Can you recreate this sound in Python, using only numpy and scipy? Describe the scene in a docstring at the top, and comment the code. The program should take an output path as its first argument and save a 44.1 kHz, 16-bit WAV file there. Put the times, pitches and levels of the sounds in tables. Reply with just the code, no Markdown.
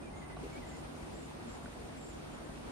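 """Wind in leaves and distant rumble fill the air, over the hum and whine of a hand-held camera's tape drum.
A far bird ends a run of low whistles while waxwings trill thinly from a leafy tree: both songs are
frequency-modulated tones, scattered by the foliage. A few knocks of the hand set the casing ringing,
and the lens motor adds a broadband hiss once it starts to zoom."""
import sys
import numpy as np
from scipy import signal
from scipy.fft import rfft, irfft, next_fast_len
from scipy.io import wavfile

SR = 44100
rng = np.random.default_rng(int(sys.argv[2]) if len(sys.argv) > 2 else 0)


def unload_audio(sound):
    """Save the sound as a 16-bit wav file, at the path given as the first command line argument."""
    columns = np.transpose(np.atleast_2d(sound))
    # keep every value between -1 and 1, then stretch to whole-number steps
    steps = np.round(np.clip(columns, -1, 1) * 32767)
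    wavfile.write(sys.argv[1], SR, steps.astype(np.int16))


N = 119511


def from_db(db):
    """The decibel scale: 20 dB is a tenfold amplitude."""
    return 10 ** (np.asarray(db) / 20)


def unit_rms(x):
    """Normalisation to unit mean power."""
    return x / np.sqrt(np.mean(x ** 2) + 1e-20)


def in_time(points):
    """Linear interpolation of a time curve at every sample."""
    return np.interp(np.arange(N) / SR, *np.transpose(points))


def at_hz(points, hz):
    """Interpolation of a spectrum on a logarithmic frequency axis."""
    known_hz, values = np.transpose(points)
    return np.interp(np.log(hz), np.log(known_hz), values)


def drift(corner_hz):
    """Random fluctuation: low-passed noise of unit rms, computed at every 40th sample."""
    pole = np.exp(-2 * np.pi * corner_hz * 40 / SR)
    slow = signal.lfilter([1], [1, -2 * pole, pole * pole], rng.standard_normal(N // 40 + 2002))[2000:]
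    return np.interp(np.arange(N) / 40, np.arange(len(slow)), unit_rms(slow))


def taper(u, length_s, edge_s):
    """Raised-cosine onset and release as u runs from 0 to 1."""
    return np.sin(np.pi / 2 * np.clip(np.minimum(u, 1 - u) * length_s / edge_s, 0, 1)) ** 2


def mid_side(correlation, mid, side):
    """Sum and difference of independent signals give left and right a set correlation."""
    return np.sqrt(1 + correlation) * mid + np.sqrt(1 - correlation) * side * np.array([[1], [-1]])


def panned(x, pan_db):
    """Direction by level difference; positive is left."""
    return x * from_db([[pan_db / 2], [-pan_db / 2]])


def add(out, start_s, sound):
    """Superposition of a sound from a given time on."""
    i = int(start_s * SR)
    out[..., i:i + sound.shape[-1]] += sound[..., :N - i]


# Left-right correlation of the noise: f/Hz, coefficient
NOISE_CORRELATION = [(20, .998), (40, 0.98), (90, 0.99), (170, 0.43), (260, 0.12), (470, -0.31),
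                     (800, 0.045), (1200, 0.083), (1700, -0.42), (4000, -0.093), (9000, -0.16),
                     (13000, -0.21)]


def banded_noise(spectrum, flicker_db=1.2):
    """Coloured stereo noise, amplitude-modulated at random in half-octave bands; the mid has unit rms."""
    hz = np.maximum(np.fft.rfftfreq(N + SR, 1 / SR), 10)
    white = rfft(rng.standard_normal((2, N + SR)))
    coloured = from_db(at_hz(spectrum, hz)) * mid_side(at_hz(NOISE_CORRELATION, hz), *white)
    half_octaves = 2 * np.log2(hz / 20)
    out, common = 0, drift(13)
    for k in range(20):
        window = np.cos(np.pi / 2 * np.clip(half_octaves - k, -1, 1)) ** 2
        band = irfft(coloured * window, N + SR)[:, :N]
        out = out + band * from_db(flicker_db * (.5 * common + drift(11)))
    return out / np.sqrt(np.mean(out.mean(axis=0) ** 2))


# Spectral density of wind and rumble: f/Hz, relative level/dB
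WIND_SPECTRUM = [(15, -37), (25, -21), (40, -2.5), (58, 1), (75, -4), (105, -6), (135, -9.5), (230, -1.5),
                 (330, -3.5), (420, -7.5), (830, -10.5), (1100, -16), (1900, -21), (4860, -32.5),
                 (7880, -36.5), (9000, -29), (10300, -47.5), (12500, -43.5), (15300, -55)]
# Their envelope: t/s, level/dB
WIND_LEVEL = [(0, -49), (.25, -48), (.56, -47.5), (1.0, -48), (1.9, -48.5), (2.3, -47.5), (2.71, -47.5)]


def wind_and_rumble():
    """Broadband noise: wind in leaves and distant rumble, densest at low frequencies."""
    return from_db(in_time(WIND_LEVEL)) * banded_noise(WIND_SPECTRUM)


# Resonances of the drum's whine: f/Hz
RESONANCE_HZ = [8600, 8792, 8925, 9110, 9195, 9310]
# For each resonance: bandwidth/Hz, level before modulation/dB
RESONANCE_SHAPES = [(250, -86.5), (32, -81), (40, -86), (34, -77.5), (50, -84), (120, -83.5)]
DRUM_HZ, THROB_HZ = 149.85, 59.94
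HUM_PEAK_DB, HUM_WAVER_DB = -55, 2
WHINE_STEADINESS = .7  # 0 is hiss, 1 a wavering tone


def tape_drum():
    """Rotation hums at the turning rate and modulates a whine of resonant noise twice a turn."""
    t = np.arange(N) / SR
    white, whine = rng.standard_normal((2, N)), 0
    for hz, (width_hz, db) in zip(RESONANCE_HZ, RESONANCE_SHAPES):
        radius = np.exp(-np.pi * width_hz / SR)
        resonator = [1, 0, -1], [1, -2 * radius * np.cos(2 * np.pi * hz / SR), radius ** 2]
        ring = signal.lfilter(*resonator, signal.lfilter(*resonator, white))
        envelope = np.abs(signal.hilbert(ring, next_fast_len(N)))[:, :N] + 1e-9
        whine = whine + from_db(db) * unit_rms(ring / envelope ** WHINE_STEADINESS)
    pulse = 1 + .4 * np.cos(2 * np.pi * 2 * DRUM_HZ * t)
    throb = 1 + .4 * np.cos(2 * np.pi * THROB_HZ * t)
    hum = from_db(HUM_PEAK_DB + HUM_WAVER_DB * drift(3.3)) * np.sin(2 * np.pi * DRUM_HZ * t)
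    return hum + pulse * throb * mid_side(.85, *whine)


# The far bird's notes: onset t/s, duration/s, f/Hz, dip/Hz, rise/Hz, level before fading/dB
WHISTLE_NOTES = [(.025, .07, 2460, 110, 20, -62), (.13, .062, 2080, 0, 90, -59.5),
                 (.215, .046, 2090, 100, 0, -59), (.297, .054, 2030, 40, 30, -59),
                 (.528, .058, 2300, 70, 190, -56.5), (.62, .058, 2090, 130, 40, -60),
                 (.712, .056, 2020, 50, 50, -60), (.785, .03, 2040, 30, 0, -66)]
QUAVER_HZ, FLUTTER_DB, FADE_DB, BREAK_DB = 30, 2, 5, 5


def far_whistles():
    """Gliding pure tones that fade and break briefly mid-note; distance makes them quaver."""
    out, quaver = np.zeros(N), QUAVER_HZ * drift(40)
    for start, length, hz, dip_hz, rise_hz, db in WHISTLE_NOTES:
        u = np.linspace(0, 1, int(length * SR))
        arch = np.sin(np.pi * u)
        pitch = hz - dip_hz * arch ** 2 + rise_hz * u ** 2 + quaver[int(start * SR):][:len(u)]
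        level_db = db - FADE_DB * u - BREAK_DB * arch ** 20
        envelope = np.sqrt(2) * from_db(level_db) * taper(u, length, edge_s=.0029)
        add(out, start, envelope * np.sin(2 * np.pi * np.cumsum(pitch) / SR))
    return out * from_db(FLUTTER_DB * drift(50))


def foliage_echoes(song, t60_s=.13, gain_db=-2.5):
    """Scattering off leaves and trunks: dense echoes, different on each side, decay exponentially."""
    t = np.arange(int(.2 * SR)) / SR
    echoes = rng.standard_normal((2, len(t))) * from_db(-60 * t / t60_s) * (t > .003)
    echoes /= np.sqrt(np.sum(echoes ** 2, axis=1, keepdims=True))
    return from_db(gain_db) * signal.fftconvolve(song[None], echoes, axes=1)[:, :N]


# The buzz that joins a trill's notes: onset t/s, duration/s, first f/Hz, last f/Hz, level/dB
WARBLE_SPANS = [(0.043, 0.056, 6900, 6840, -74), (0.142, .115, 6870, 6750, -71),
                (.522, 0.034, 7240, 7440, -66), (.66, 0.13, 7180, 7050, -68),
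                (1.131, 0.14, 7500, 7060, -67), (1.47, .09, 7500, 7330, -66),
                (1.961, .18, 7670, 7200, -65.5), (2.324, 0.054, 7100, 7150, -70),
                (2.443, .022, 7200, 7500, -65)]
WARBLE_RATE_HZ, SWING_HZ, WANDER_HZ = 48.5, 220, 130


def warbles():
    """Frequency modulation: a tone swings quickly about a gliding, wandering pitch."""
    out, wander = np.zeros(N), WANDER_HZ * drift(59)
    for start, length, first_hz, last_hz, db in WARBLE_SPANS:
        u = np.linspace(0, 1, int(length * SR))
        swing = SWING_HZ * np.sin(2 * np.pi * WARBLE_RATE_HZ * length * u)
        pitch = first_hz + (last_hz - first_hz) * u + swing + wander[int(start * SR):][:len(u)]
        envelope = from_db(db) * taper(u, length, edge_s=.015)
        add(out, start, envelope * np.sin(2 * np.pi * np.cumsum(pitch) / SR))
    return out


def trill(notes, half_width_s, nominal_rise_hz):
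    """Gaussian tone pulses, each swept upward by a slightly different amount."""
    out, t = np.zeros(N), np.arange(-.015, .015, 1 / SR)
    envelope = np.exp(-(t / half_width_s) ** 2)
    for (centre, hz, db), (chance, start_cycle) in zip(notes, rng.random((len(notes), 2))):
        rise_hz = nominal_rise_hz * (.63 + .49 * chance)
        pitch = hz + rise_hz * np.tanh(t / half_width_s) / 2
        cycles = np.cumsum(pitch) / SR + start_cycle
        add(out, centre + t[0], from_db(db) * envelope * np.sin(2 * np.pi * cycles))
    return out


# A trill that steps between two pitches: centre t/s, f/Hz, level/dB
STEPPING_TRILL = [(0.1725, 6850, -66), (0.18, 6960, -65), (0.221, 6890, -67), (0.66, 7500, -62),
                  (0.67, 7300, -66), (0.693, 7520, -52), (0.7115, 6850, -64), (0.728, 7470, -62),
                  (0.738, 7250, -63), (0.758, 7220, -66), (0.7735, 6960, -60), (0.793, 7490, -58),
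                  (1.483, 6930, -63), (1.504, 7430, -63), (1.5175, 7050, -66), (1.5365, 7580, -63),
                  (1.5575, 7040, -66), (1.56, 7460, -65), (1.58, 6930, -64), (1.598, 7470, -65),
                  (1.6155, 6910, -64), (1.6355, 7500, -64), (1.651, 6960, -68), (1.675, 7410, -66),
                  (2.3365, 7120, -66), (2.351, 7400, -65), (2.37, 7220, -69)]
# A faster, sagging trill and lone chips: centre t/s, f/Hz, level/dB
SAGGING_TRILL = [(0.195, 7380, -67), (0.531, 7480, -68), (0.5415, 7070, -63), (1.1335, 7550, -65),
                 (1.1555, 7290, -61), (1.1765, 7870, -61), (1.19, 7860, -61), (1.2045, 7380, -61),
                 (1.2185, 7820, -60), (1.242, 7060, -61), (1.259, 7020, -63), (1.9685, 7960, -62),
                 (1.986, 7600, -62), (2.008, 7800, -60), (2.0245, 7350, -60), (2.046, 7540, -56),
                 (2.069, 7280, -59), (2.0905, 7430, -59), (2.099, 7470, -60), (2.108, 7050, -59),
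                 (2.133, 7070, -63), (2.4515, 7180, -66), (2.4615, 7570, -67)]


def waxwings(rasp_db=1.5):
    """Fast random amplitude modulation roughens the trills and warbles into a rasp."""
    stepping = trill(STEPPING_TRILL, half_width_s=.005, nominal_rise_hz=60)
    sagging = trill(SAGGING_TRILL, half_width_s=.0048, nominal_rise_hz=220)
    return (stepping + sagging + warbles()) * from_db(rasp_db * (drift(150) - .3))


# Knocks of the hand on the casing: t/s, level/dB, f/Hz, T60/s, pan/dB
CASING_KNOCKS = [(.3655, -50, 3950, .011, -1), (.366, -43, 730, .03, -1), (.3685, -42, 1120, .022, -1),
                 (.432, -42, 430, .06, 2), (.438, -48, 310, .07, 2), (.449, -42.5, 415, .04, 2),
                 (.464, -37, 420, .012, 1), (1.308, -52, 850, .03, 0), (1.639, -42.5, 245, .055, 0),
                 (1.6582, -40.5, 1500, .013, 0), (1.659, -46, 230, .035, 0)]


def hand_knocks(rattle_gain=.3, rise_cycles=1.2):
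    """Damped vibration: each knock builds over a cycle or so and rings down, roughened by rattle."""
    out, t = np.zeros((2, N)), np.arange(int(.12 * SR)) / SR
    for start, db, hz, t60, pan_db in CASING_KNOCKS:
        band = signal.butter(2, [hz / 1.3, hz * 1.3], "band", fs=SR)
        rattle = unit_rms(signal.lfilter(*band, rng.standard_normal(len(t))))
        ring = np.sin(2 * np.pi * hz * t) + rattle_gain * rattle
        envelope = from_db(-60 * t / t60) * (1 - np.exp(-t * hz / rise_cycles)) ** 2
        add(out, start, panned(from_db(db) * envelope / envelope.max() * ring, pan_db))
    return out


# Spectral density of the lens motor's hiss: f/Hz, relative level/dB
MOTOR_SPECTRUM = [(300, -14), (1000, 3.5), (2500, 0), (5000, -5), (8000, -9), (10500, -12), (14000, -20.5),
                  (15500, -29)]
# Its envelope: t/s, level/dB
MOTOR_LEVEL = [(0, -91), (.36, -94), (.4, -69), (.44, -58.5), (.5, -61.5), (.6, -63), (1.0, -63.5),
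               (1.6, -62.5), (2.1, -64), (2.71, -64.5)]


def lens_motor():
    """Broadband machine noise: the hiss surges as the zoom starts, then settles."""
    return from_db(in_time(MOTOR_LEVEL)) * banded_noise(MOTOR_SPECTRUM)


def scene():
    """Superposition of the birds, their echoes, the air and the camera's own noises."""
    near, far = waxwings(), far_whistles()
    birds = panned(near, pan_db=.3) + panned(far, pan_db=-1.5) + foliage_echoes(near + far)
    return birds + wind_and_rumble() + lens_motor() + tape_drum() + hand_knocks()


def record(dry, cutoff_hz=15150):
    """Band limiting: a steep low-pass filter removes the highest treble."""
    return signal.sosfilt(signal.ellip(12, .3, 60, cutoff_hz, fs=SR, output="sos"), dry)


dry = scene()
out = record(dry)
unload_audio(out)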